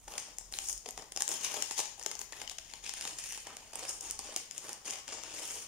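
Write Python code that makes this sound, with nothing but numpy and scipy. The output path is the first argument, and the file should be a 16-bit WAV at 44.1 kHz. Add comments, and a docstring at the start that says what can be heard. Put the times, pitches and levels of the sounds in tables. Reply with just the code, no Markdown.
"""A stiff paper envelope is bent, turned and opened by hand at a table in a furnished room.
Over a low rumble, paper starts to slide on paper and fingers, hissing by stick-slip friction, and
creases buckle with sharp snaps. From just before one second the bowed sheet also pops through with
hollow thumps, and the snaps reach their loudest. Rubbing and crackling go on, three more thumps come
after four seconds, and a long stroke ends it. Two microphone ports each add their own treble resonance."""
import sys
import numpy as np
from scipy import signal
from scipy.fft import rfft, irfft
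from scipy.io import wavfile
from scipy.ndimage import uniform_filter1d

SR = 44100
rng = np.random.default_rng(int(sys.argv[2]) if len(sys.argv) > 2 else 0)


def output_pcm(signal):
    """Save a mono or channel-first signal as 16-bit PCM at the path in sys.argv[1].

    Samples are clipped to [-1, 1] before scaling.
    """
    pcm = np.clip(np.atleast_2d(signal).T, -1, 1) * 32767
    wavfile.write(sys.argv[1], SR, np.round(pcm).astype(np.int16))


N = 250281

# Relative spectra of the house's rumble, the arms' thrum and the quiet room: frequency_hz, density_db
RUMBLE_SPECTRUM = [(18, -10), (33, -14), (44, 6.5), (56, -7), (85, -12.5), (160, -48)]
THRUM_SPECTRUM = [(50, -10), (85, 4.5), (150, 2.5), (230, 2), (450, -13)]
QUIET_SPECTRUM = [(100, -13), (300, -17.5), (800, -17.5), (2000, -37), (6500, -42), (11000, -42),
                  (15000, -45)]
# Course of the rumble, before its trim: time_s, level_db
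RUMBLE_COURSE = [(0.0, -66), (0.03, -62), (0.24, -72.5), (0.6, -61.5), (0.93, -67.5), (0.96, -65),
                 (1.22, -76), (1.89, -75), (2.4, -64), (3.24, -73), (4.26, -65), (4.5, -79), (5.21, -69),
                 (5.67, -74.5)]
# Strokes of sliding paper, before the trims; crunch and flap are relative to the peak hiss:
# start_s, speeding_s, slowing_s, hiss_db, crunch_db, flap_db, top_treble_db
SLIDING_STROKES = [(0.082, 0.084, .03, -52, -1.5, 0.5, 12), (.185, .005, 0.098, -43.5, -7.5, -15, -6),
                   (.28, .01, 0.042, -63.5, 2, 7.5, -9), (.398, 0.0088, 0.079, -50, -27, -37, -23),
                   (0.524, .02, 0.13, -48, -3, -14, 15), (.61, 0.11, 0.026, -40.5, -19, -19, 6),
                   (.86, 0.022, 0.022, -52.5, -2, -6, 6), (.975, 0.012, 0.037, -48, -2.5, 0, -3),
                   (1.16, 0.0076, 0.021, -51, 0, -2, 12), (1.202, 0.0058, 0.013, -40, 1, -7, 17),
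                   (1.284, 0.039, 0.064, -39.5, -5, -7, 8.5), (1.41, .045, 0.084, -37.5, -4, -11, 4.5),
                   (1.511, 0.057, 0.063, -41.5, -3, -3, 8.5), (1.6, 0.042, 0.25, -43, -5.5, -20, 6),
                   (1.779, .018, 0.017, -30.5, -5, -19.5, 1.5), (1.83, 0.038, 0.065, -44.5, -17, -14, -11),
                   (1.981, 0.15, 0.05, -52.5, -2, -4.5, 6), (2.195, .01, 0.046, -53, 0, -3, 28),
                   (2.326, 0.11, 0.019, -52, 2, -0.5, 13), (2.49, .01, .05, -54, -13, -20, 8),
                   (2.6, 0.17, 0.035, -55.5, -1.5, -10, 1), (2.835, 0.017, 0.17, -45, -1.5, -13.5, -2),
                   (2.97, 0.12, 0.075, -43.5, -4.5, -8.5, 0), (3.179, 0.022, 0.099, -43.5, -4, -18, 2),
                   (3.24, 0.041, 0.15, -44.5, -3, -16, 9.5), (3.45, 0.015, 0.26, -54.5, 0, -0.5, -7),
                   (3.741, 0.12, 0.039, -47, -0.5, -3, 1), (3.88, .01, 0.072, -39, -11.5, -14, -1),
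                   (4.015, 0.083, 0.049, -40.5, -8.5, -10.5, -4), (4.195, 0.077, 0.13, -45.5, -3.5, -6, -4),
                   (4.365, 0.0085, 0.064, -42, -6.5, -17, -3), (4.52, 0.057, 0.092, -52.5, -3, -8.5, 3),
                   (4.629, 0.04, 0.089, -47.5, -2, -2.5, 5), (4.858, 0.052, 0.08, -40.5, -3, -6.5, 0),
                   (5.08, .01, 0.14, -39.5, -6.5, -9, -25), (5.24, 0.077, .12, -46.5, -2.5, -5.5, -8),
                   (5.339, 0.22, .11, -41, -7.5, -11.5, 4.5)]
# The paper's three registers (hiss or crack, crunch, flap): low_hz, high_hz
PAPER_REGISTERS = [(4500, 20000), (1400, 4500), (60, 1400)]
# Relative spectrum that the envelope radiates: frequency_hz, density_db
PAPER_SPECTRUM = [(120, -16.5), (230, -7.5), (430, -0.5), (600, -1.5), (880, -0.5), (1350, -5.5),
                  (1650, -3), (2300, -2), (3100, -0.5), (3950, -6), (5200, -7), (7000, -1), (9500, -1.5),
                  (12000, -8.5), (15000, -11)]
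# Response of each microphone port: frequency_hz, gain_db
LEFT_PORT_GAIN = [(200, -9), (1050, -7), (2600, -6.5), (4200, -2), (5300, 10.5), (6100, 8.5), (6800, 11.5),
                  (7500, 5), (8200, -10), (10000, -6), (15000, -7)]
RIGHT_PORT_GAIN = [(200, 1), (1050, -3.5), (2600, 0.5), (3900, -2), (5300, 15.5), (7600, 10), (8200, 18.5),
                   (9000, 20), (10000, 13), (11000, 11), (15000, 5.5)]
# How the envelope is held and bent: time_s, left_over_right_db, sheet_pitch_hz
HOLD_COURSE = [(0.0, -3, 920), (0.14, 4, 793), (0.66, 4, 800), (0.79, 1.5, 690), (1.44, 7, 865),
               (2.43, 6.5, 850), (2.57, 5, 622), (2.78, 5, 910), (3.2, 1.5, 677), (3.27, 4.5, 893),
               (3.65, 0.5, 700), (3.71, 5, 941), (3.81, 2, 770), (5.67, 4, 770)]
# Resonance of the rubbed fold: time_s, pitch_hz
FOLD_RESONANCE = [(0.0, 2610), (0.76, 3600), (1.01, 2740), (1.74, 3090), (2.35, 2030), (2.45, 2750),
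                  (2.78, 3740), (2.81, 2370), (3.06, 3000), (3.3, 2520), (4.4, 3000), (4.74, 2140),
                  (5.51, 2820), (5.67, 2700)]
# The loudest creases buckling, before trim and stretch; crunch and flap are relative to the crack:
# start_s, crack_db, crunch_db, flap_db, left_over_right_db, length_s, crease_pitch_hz
CREASE_SNAPS = [(0.078, -40.5, -3, 1.5, 4, 0.0044, 1790), (0.137, -42, -3, -2, 7, 0.0016, 6900),
                (0.1539, -48, 4, 4, 12, .0009, 3400), (0.179, -28.5, -3.5, -15.5, 3.5, 0.0029, 8770),
                (0.3842, -30.5, -16.5, -21.5, 6, 0.0013, 8550), (0.41, -48, -6, -7, 3, 0.0016, 7300),
                (0.5244, -37.5, -7, -11, 6, 0.001, 7350), (0.538, -40.5, 8.5, -9, 10, 0.0012, 4130),
                (0.587, -28, -3.5, -16, 6.5, .001, 6600), (0.686, -27.5, -21, -27, 4, 0.0017, 6840),
                (0.695, -28, -14, -22, 5.5, 0.0043, 9800), (0.727, -30.5, -18, -27, 8, .0021, 8700),
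                (0.7775, -37.5, -26, -33, 2, 0.00073, 5460), (0.859, -38.5, 0.5, -1, 9, 0.0035, 5800),
                (0.888, -36, -6, -7, 4, 0.0015, 10800), (0.908, -36.5, -22, -29, 5, .0007, 11800),
                (0.9762, -38.5, -3, 0, 8, 0.0015, 1910), (1.021, -43.5, -12, -0.5, 14, 0.0028, 4970),
                (1.1204, -37.5, -4.5, -12, 4, 0.0021, 9550), (1.162, -29.5, -11.5, -12.5, 6, 0.0011, 5900),
                (1.174, -29.5, -7, -9.5, 7, .0008, 4940), (1.2056, -28, -9, -10, 17, 0.0022, 6600),
                (1.2212, -21, -13.5, -18.5, 2.5, 0.0008, 7460), (1.2786, -25.5, -10, -21, 8, 0.00053, 7250),
                (1.29, -27.5, -18, -19.5, -1, 0.00051, 9500), (1.3155, -30.5, -9, -8, 15, 0.0012, 5200),
                (1.3394, -32.5, -9, -12.5, 1, .0024, 6160), (1.541, -32, -6, -2.5, 12, .0011, 5950),
                (1.623, -22.5, -7.5, -22, 7, 0.0017, 8100), (1.7096, -30, -4.5, -6.5, 4, 0.0025, 8200),
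                (1.779, -32.5, -6, -9, 20, 0.001, 4730), (1.7916, -23.5, -7, -6.5, 9, 0.0012, 5840),
                (1.8015, -28.5, -3.5, -8, 5, 0.0019, 9000), (1.854, -34.5, -6, -10, 13, 0.004, 5300),
                (1.995, -39.5, -11, -11, 5, 0.0017, 9700), (2.013, -49.5, 5, 3.5, 11, 0.00063, 1830),
                (2.027, -38.5, -11, -28, 5, 0.00057, 7000), (2.035, -38, -21, -26, 13, .0016, 6980),
                (2.061, -24.5, -8.5, -11, 8.5, 0.0021, 6550), (2.114, -33, -4, -11.5, 2.5, 0.0013, 2120),
                (2.153, -36, -13, -9, 14, 0.00056, 7000), (2.1913, -32, -15, -15.5, 9, 0.0016, 6260),
                (2.214, -32.5, -7, -13.5, 6, .0018, 6040), (2.322, -38, -3, -5.5, 6, 0.0035, 1960),
                (2.331, -48.5, 9.5, -1, 11, 0.0013, 1820), (2.415, -36, 0, -7.5, 5, 0.0033, 2100),
                (2.476, -41, 6.5, -28, 11, 0.0015, 3010), (2.4965, -34.5, -3, -32, 10, 0.00076, 3970),
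                (2.51, -37, -4, -9, 5, 0.0069, 3300), (2.5835, -34.5, -1.5, -15, 6.5, 0.0028, 3050),
                (2.736, -39, 1, -6.5, 9, 0.002, 4200), (2.863, -45, 9, -19, 3, .0017, 2600),
                (2.893, -29.5, -4, -16.5, 10, 0.0014, 5700), (2.938, -33.5, -5, -15, 0, .0008, 8800),
                (3.0105, -33, -1.5, -17, 2, 0.00057, 5770), (3.0223, -40, 1, -20, 4, .0037, 3750),
                (3.052, -36, 1.5, -2.5, 4, 0.00072, 3640), (3.074, -33, -3, -22, 3, 0.0033, 7200),
                (3.1855, -33.5, -9.5, -18.5, 3, .0033, 7700), (3.3233, -36, -10, -13, -2, 0.00058, 9760),
                (3.376, -40, -5, -5, -4, 0.0009, 8750), (3.468, -39, -4, -2, 3.5, 0.004, 1830),
                (3.568, -37, -6, -10, 2.5, 0.0016, 4100), (3.732, -40.5, -4, -4.5, -2, 0.0036, 2520),
                (3.756, -31.5, -12, -9.5, -7, 0.00089, 10100), (3.793, -36.5, -11, -13, 3, .001, 6130),
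                (3.85, -39.5, 0, -3, -5, 0.0042, 2700), (3.891, -29.5, -25, -16, 0, 0.0051, 10000),
                (4.008, -33, -20, -29, 4, 0.0023, 6360), (4.1096, -28, -13.5, -32, -2.5, 0.00084, 8160),
                (4.191, -31.5, -19, -9, 1, 0.0013, 4510), (4.362, -24.5, -9, -15, 1.5, 0.0017, 3120),
                (4.5105, -35, -7, -21, 10, .0009, 5200), (4.5795, -31, -11, -26, 9, .0005, 7200),
                (4.6918, -34.5, -9, -7, 0, 0.0017, 5100), (4.73, -34, -18, -25, 3, .001, 8500),
                (4.907, -29.5, -15, -36, 3, .0024, 6200), (5.0786, -36.5, -1.5, -14, 8, 0.0025, 5500),
                (5.2355, -35, -8, -9.5, 10, 0.0012, 5650)]
# The whole sheet popping through: start_s, level_db, pitch_hz
SHEET_THUMPS = [(.861, -38.5, 467), (.884, -43.5, 393), (1.204, -35, 846), (1.7915, -30, 905),
                (2.062, -39, 395), (4.193, -36, 1030), (4.29, -39, 540), (4.362, -43, 340)]
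# Reverberation time of the room: frequency_hz, t60_s
ROOM_DECAY = [(250, 0.26), (700, 0.46), (1800, 0.59), (4500, 0.5), (7000, 0.38), (10000, 0.26),
              (15000, 0.29)]


def amp(db):
    """Amplitude ratio of a level in decibels."""
    return 10 ** (np.asarray(db) / 20)


def unit_rms(x):
    """Normalisation to a mean power of 1."""
    return x / np.sqrt(np.mean(x ** 2) + 1e-20)


def unit_energy(x):
    """Normalisation of each channel to an energy of 1."""
    return x / np.linalg.norm(x, axis=1, keepdims=True)


def at_frequency(table, hz):
    """Interpolation on a logarithmic frequency axis."""
    table_hz, values = np.transpose(table)
    return np.interp(np.log(hz + 1), np.log(table_hz), values)


def add(mix, start_s, sound):
    """Superposition: a stereo sound is summed into the mix."""
    part = mix[:, max(round(start_s * SR), 0):][:, :sound.shape[1]]
    part += sound[:, :part.shape[1]]


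def panned(side_db):
    """Constant-power law: left and right gains for a level difference."""
    gains = amp(np.array([side_db, -side_db]) / 2)
    return gains / np.sqrt(np.mean(gains ** 2, axis=0))


def coloured_noise(spectrum, width):
    """Partial coherence: shared noise plus each channel's own, filtered to a spectrum."""
    noise = rng.standard_normal((3, N))
    gain = amp(at_frequency(spectrum, np.fft.rfftfreq(N, 1 / SR)))
    return unit_rms(irfft(rfft(noise[0] + width * noise[1:]) * gain, N))


def ambience(rumble_trim_db=2.5, thrum_db=-65.5, follow=0.19, quiet_db=-71.5):
    """Background noise: the house rumbles and arms thrum with the strokes, over a faint even hiss."""
    t = np.arange(N) / SR
    house_db = np.interp(t, *np.transpose(RUMBLE_COURSE)) + rumble_trim_db
    flap_db = stroke_levels(t)[2]
    arms_db = thrum_db + follow * (flap_db - flap_db.mean())
    rumble = amp(house_db) * coloured_noise(RUMBLE_SPECTRUM, width=0.72)
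    thrum = amp(arms_db) * coloured_noise(THRUM_SPECTRUM, width=0.97)
    return rumble + thrum + amp(quiet_db) * coloured_noise(QUIET_SPECTRUM, width=1.)


def stroke_levels(t, grip_s=0.034, release_s=0.083, holding_db=(-61, -69.5, -69.5)):
    """Incoherent strokes add in power: hiss, crunch, flap and top-treble lift in dB at times t."""
    clock = np.arange(0, N, 64) / SR
    power = amp(holding_db)[:, None] ** 2 * np.ones(len(clock))  # fingers merely holding the envelope
    weighted_treble = 0
    for start_s, speeding_s, slowing_s, hiss_db, crunch_db, flap_db, treble_db in SLIDING_STROKES:
        knees_s = start_s + np.cumsum([-grip_s, grip_s, speeding_s, slowing_s, release_s])
        shape_db = np.interp(clock, knees_s, [-40, -4.5, 0, -10.5, -40], -np.inf, -np.inf)
        stroke_power = amp(hiss_db + shape_db + np.array([[0], [crunch_db], [flap_db]])) ** 2
        power += stroke_power
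        weighted_treble += treble_db * stroke_power[0]
    return [np.interp(t, clock, db) for db in (*(10 * np.log10(power)), weighted_treble / power[0])]


def held(t):
    """The grip sets position and resonance: left-over-right dB and sheet pitch in Hz at times t."""
    time_s, *columns = np.transpose(HOLD_COURSE)
    return [np.interp(t, time_s, column) for column in columns]


def slip_response(register, treble_db=0.):
    """Minimum-phase impulse response of one register of the paper, heard through both ports."""
    low_hz, high_hz = register
    hz = abs(np.fft.fftfreq(1024, 1 / SR)) + 1
    band = 1 / np.sqrt((1 + (low_hz / hz) ** 12) * (1 + (hz / high_hz) ** 12))
    ports_db = np.array([at_frequency(LEFT_PORT_GAIN, hz), at_frequency(RIGHT_PORT_GAIN, hz)])
    tilt_db = treble_db * (0.5 - 1 / (1 + (hz / 10500) ** 8))  # abrupt slips carry more top treble
    gain = band * amp(at_frequency(PAPER_SPECTRUM, hz) + ports_db + tilt_db)
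    log_spectrum = np.conj(signal.hilbert(np.log(gain + 1e-4)))
    impulse = np.fft.ifft(np.exp(log_spectrum)).real
    impulse[0] = np.roll(impulse[0], 1)  # sound reaches the left port a little later
    return unit_energy(impulse)


def judder(rate_hz):
    """Unsteady sliding, as low-pass noise of rms 1."""
    hz = np.fft.rfftfreq(N, 1 / SR)
    return unit_rms(irfft(rfft(rng.standard_normal(N)) / (1 + (hz / rate_hz) ** 4), N))


def flexing(x, patch_db=2.5, fold_db=2.5, fold_octaves=0.44, treble_hz=10200):
    """Time-varying filter: as the sheet bends, the fold's resonance glides and bands swell and fade."""
    hz, t, spectra = signal.stft(x, SR, nperseg=512, noverlap=384)
    hz = hz[:, None]
    hiss_db, _, _, treble_db = stroke_levels(t)
    treble_db += 0.069 * (hiss_db - hiss_db.mean())  # a faster stroke is brighter
    shelf = 1 - 1 / (1 + (hz / treble_hz) ** 6)
    noise = rng.standard_normal(spectra.shape[1:])
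    patches = unit_rms(uniform_filter1d(uniform_filter1d(noise, 7, axis=1), 7, axis=0))
    fold_hz = np.interp(t, *np.transpose(FOLD_RESONANCE))
    resonance = 1 / (1 + (np.log2((hz + 1) / fold_hz) / fold_octaves) ** 2)
    gain = amp(fold_db * resonance + treble_db * shelf + patch_db * patches)
    return signal.istft(spectra * gain, nperseg=512, noverlap=384)[1][:, :N]


def rubbing(trim_db=(-2.5, -3.5, -4.), slips_per_s=2000, spread_db=3.0, judder_db=2.0,
            width=(.9, .7, .3)):
    """Stick-slip friction: fibres catch and let go in tiny uneven slips, clumped by the judder."""
    t, out = np.arange(N) / SR, np.zeros((2, N))
    sizes = amp(spread_db * np.minimum(rng.exponential(1, N), 3.5))
    slipping = rng.random(N) < slips_per_s / SR
    grain = np.hypot(unit_rms(sizes * slipping), 0.64)  # distinct slips over a smooth floor
    grain = unit_rms(grain * amp(judder_db * judder(rate_hz=70)))
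    for k, level_db in enumerate(stroke_levels(t)[:3]):
        push = rng.choice([-1., 1.], (3, N))
        slips = unit_rms(grain * (push[0] + width[k] * push[1:])) * amp(level_db + trim_db[k])
        out += signal.oaconvolve(slips, slip_response(PAPER_REGISTERS[k]), axes=1)[:, :N]
    return flexing(out) * panned(held(t)[0])


def crinkles(count=60, scatter=0.43):
    """Small creases buckle at random, as strongly as the paper is worked: rows like CREASE_SNAPS."""
    start_s = (np.arange(count) + rng.random(count)) / count * N / SR
    size, side, length, pitch = rng.standard_normal((count, 4)).T
    hiss_db, crunch_db, flap_db, _ = stroke_levels(start_s)
    crack_db = hiss_db + 0.5 + 2.5 * size
    side_db = held(start_s)[0] + 4.5 * side
    length_s = 0.0013 * np.exp(scatter * length)
    pitch_hz = 5200 * np.exp(scatter * pitch)
    return list(zip(start_s, crack_db, crunch_db - hiss_db, flap_db - hiss_db - 3,
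                    side_db, length_s, pitch_hz))


def snaps(trim_db=(0., -.5, -1.), stretch=(1.15, 1.2, 1.6), ring_db=(-7., -4., -1.),
          decay_cycles=(6., 5., 2.5), width=(.8, .6, .3), lead_samples=64):
    """Buckling: a crease yields in an avalanche of slips that sets it and the sheet ringing briefly."""
    out, t = np.zeros((2, N)), np.arange(1100) / SR
    responses = [slip_response(register, treble_db=2.0) for register in PAPER_REGISTERS]
    for start_s, crack_db, crunch_db, flap_db, side_db, length_s, crease_hz in CREASE_SNAPS + crinkles():
        layers = [(0, crease_hz), (crunch_db, crease_hz), (flap_db, held(start_s)[1])]
        for k, (relative_db, hz) in enumerate(layers):
            age = t / (length_s * stretch[k])
            slips = rng.choice([-1., 1.], (3, len(t))) * np.sqrt(age) * np.exp(-age ** 2)
            spectrum = rfft(np.roll(slips[0] + width[k] * slips[1:], lead_samples, axis=1))
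            burst = irfft(spectrum / (abs(spectrum) + 1e-9) ** 0.37)  # drives all pitches more evenly
            snap = unit_energy(signal.fftconvolve(burst, responses[k], axes=1))
            low_hz, high_hz = PAPER_REGISTERS[k]
            if low_hz <= hz < high_hz:
                swell = (1 - np.exp(-2 * age)) * np.exp(-t * hz / decay_cycles[k])
                tone = np.roll(np.sin(2 * np.pi * (hz * t + rng.random())) * swell, lead_samples)
                ring = unit_energy(signal.fftconvolve(tone[None], responses[k], axes=1))
                snap += amp(ring_db[k] + 0.71 * (k == 1) * crunch_db) * ring  # strong crunches ring most
            snap = unit_energy(snap) * np.sqrt(SR / 500)  # the energy of 2 ms at rms 1
            gains = amp(crack_db + relative_db + trim_db[k]) * panned(side_db)[:, None]
            add(out, start_s - lead_samples / SR, gains * snap)
    return out


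def thumps(decay_cycles=2.76, build_s=0.001):
    """Snap-through: the bowed sheet flips to its other side and swings as a damped oscillator."""
    out, t = np.zeros((2, N)), np.arange(4000) / SR
    for start_s, level_db, hz in SHEET_THUMPS:
        swing = np.sin(2 * np.pi * hz * t) * (1 - np.exp(-t / build_s)) * np.exp(-t * hz / decay_cycles)
        add(out, start_s, amp(level_db) * panned(held(start_s)[0])[:, None] * swing)
    return out


def room(x, gap_s=0.0014, build_s=0.002, coherent_hz=720, patterns=4, shift_s=.17, echoes_per_s=4000):
    """Reverberation: echoes from table and walls die away by band; their pattern shifts as hands move."""
    out, place = np.zeros((2, N)), np.arange(N) / SR / shift_s
    delay_s = np.arange(SR // 2) / SR
    onset = 1 - np.exp(-np.maximum(delay_s - gap_s, 0) / build_s)
    for k in range(patterns):
        echoes = rng.choice([-1., 1.], (3, SR // 2)) * (rng.random((3, SR // 2)) < echoes_per_s / SR)
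        hz, t, spectra = signal.stft(echoes * onset, SR, nperseg=256)
        shared = 1 / (1 + (hz[:, None] / coherent_hz) ** 4)  # long waves reach both ports alike
        spectra = np.sqrt(shared) * spectra[0] + np.sqrt(1 - shared) * spectra[1:]
        decay = amp(-60 * t / at_frequency(ROOM_DECAY, hz)[:, None])
        tail = signal.istft(spectra * decay, SR, nperseg=256)[1]
        distance = abs((place - k) % patterns - patterns / 2)
        crossfade = np.cos(np.pi / 2 * np.minimum(distance, 1))
        out += signal.fftconvolve(x * crossfade, unit_energy(tail), axes=1)[:, :N]
    return out


def scene(buckling_room_db=-7.0, friction_room_db=-4.0):
    """Superposition of the paper's direct sound, its reverberation and the background."""
    buckling = snaps() + thumps()
    friction = rubbing()
    reverberation = room(amp(buckling_room_db) * buckling + amp(friction_room_db) * friction)
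    return buckling + friction + reverberation + ambience()


def record(dry):
    """Band limiting: a linear-phase low-pass filter removes the highest treble."""
    lowpass = signal.firwin(201, cutoff=15750, window=("kaiser", 9), fs=SR)
    return signal.oaconvolve(dry, lowpass[None], "same")


dry = scene()
out = record(dry)
output_pcm(out)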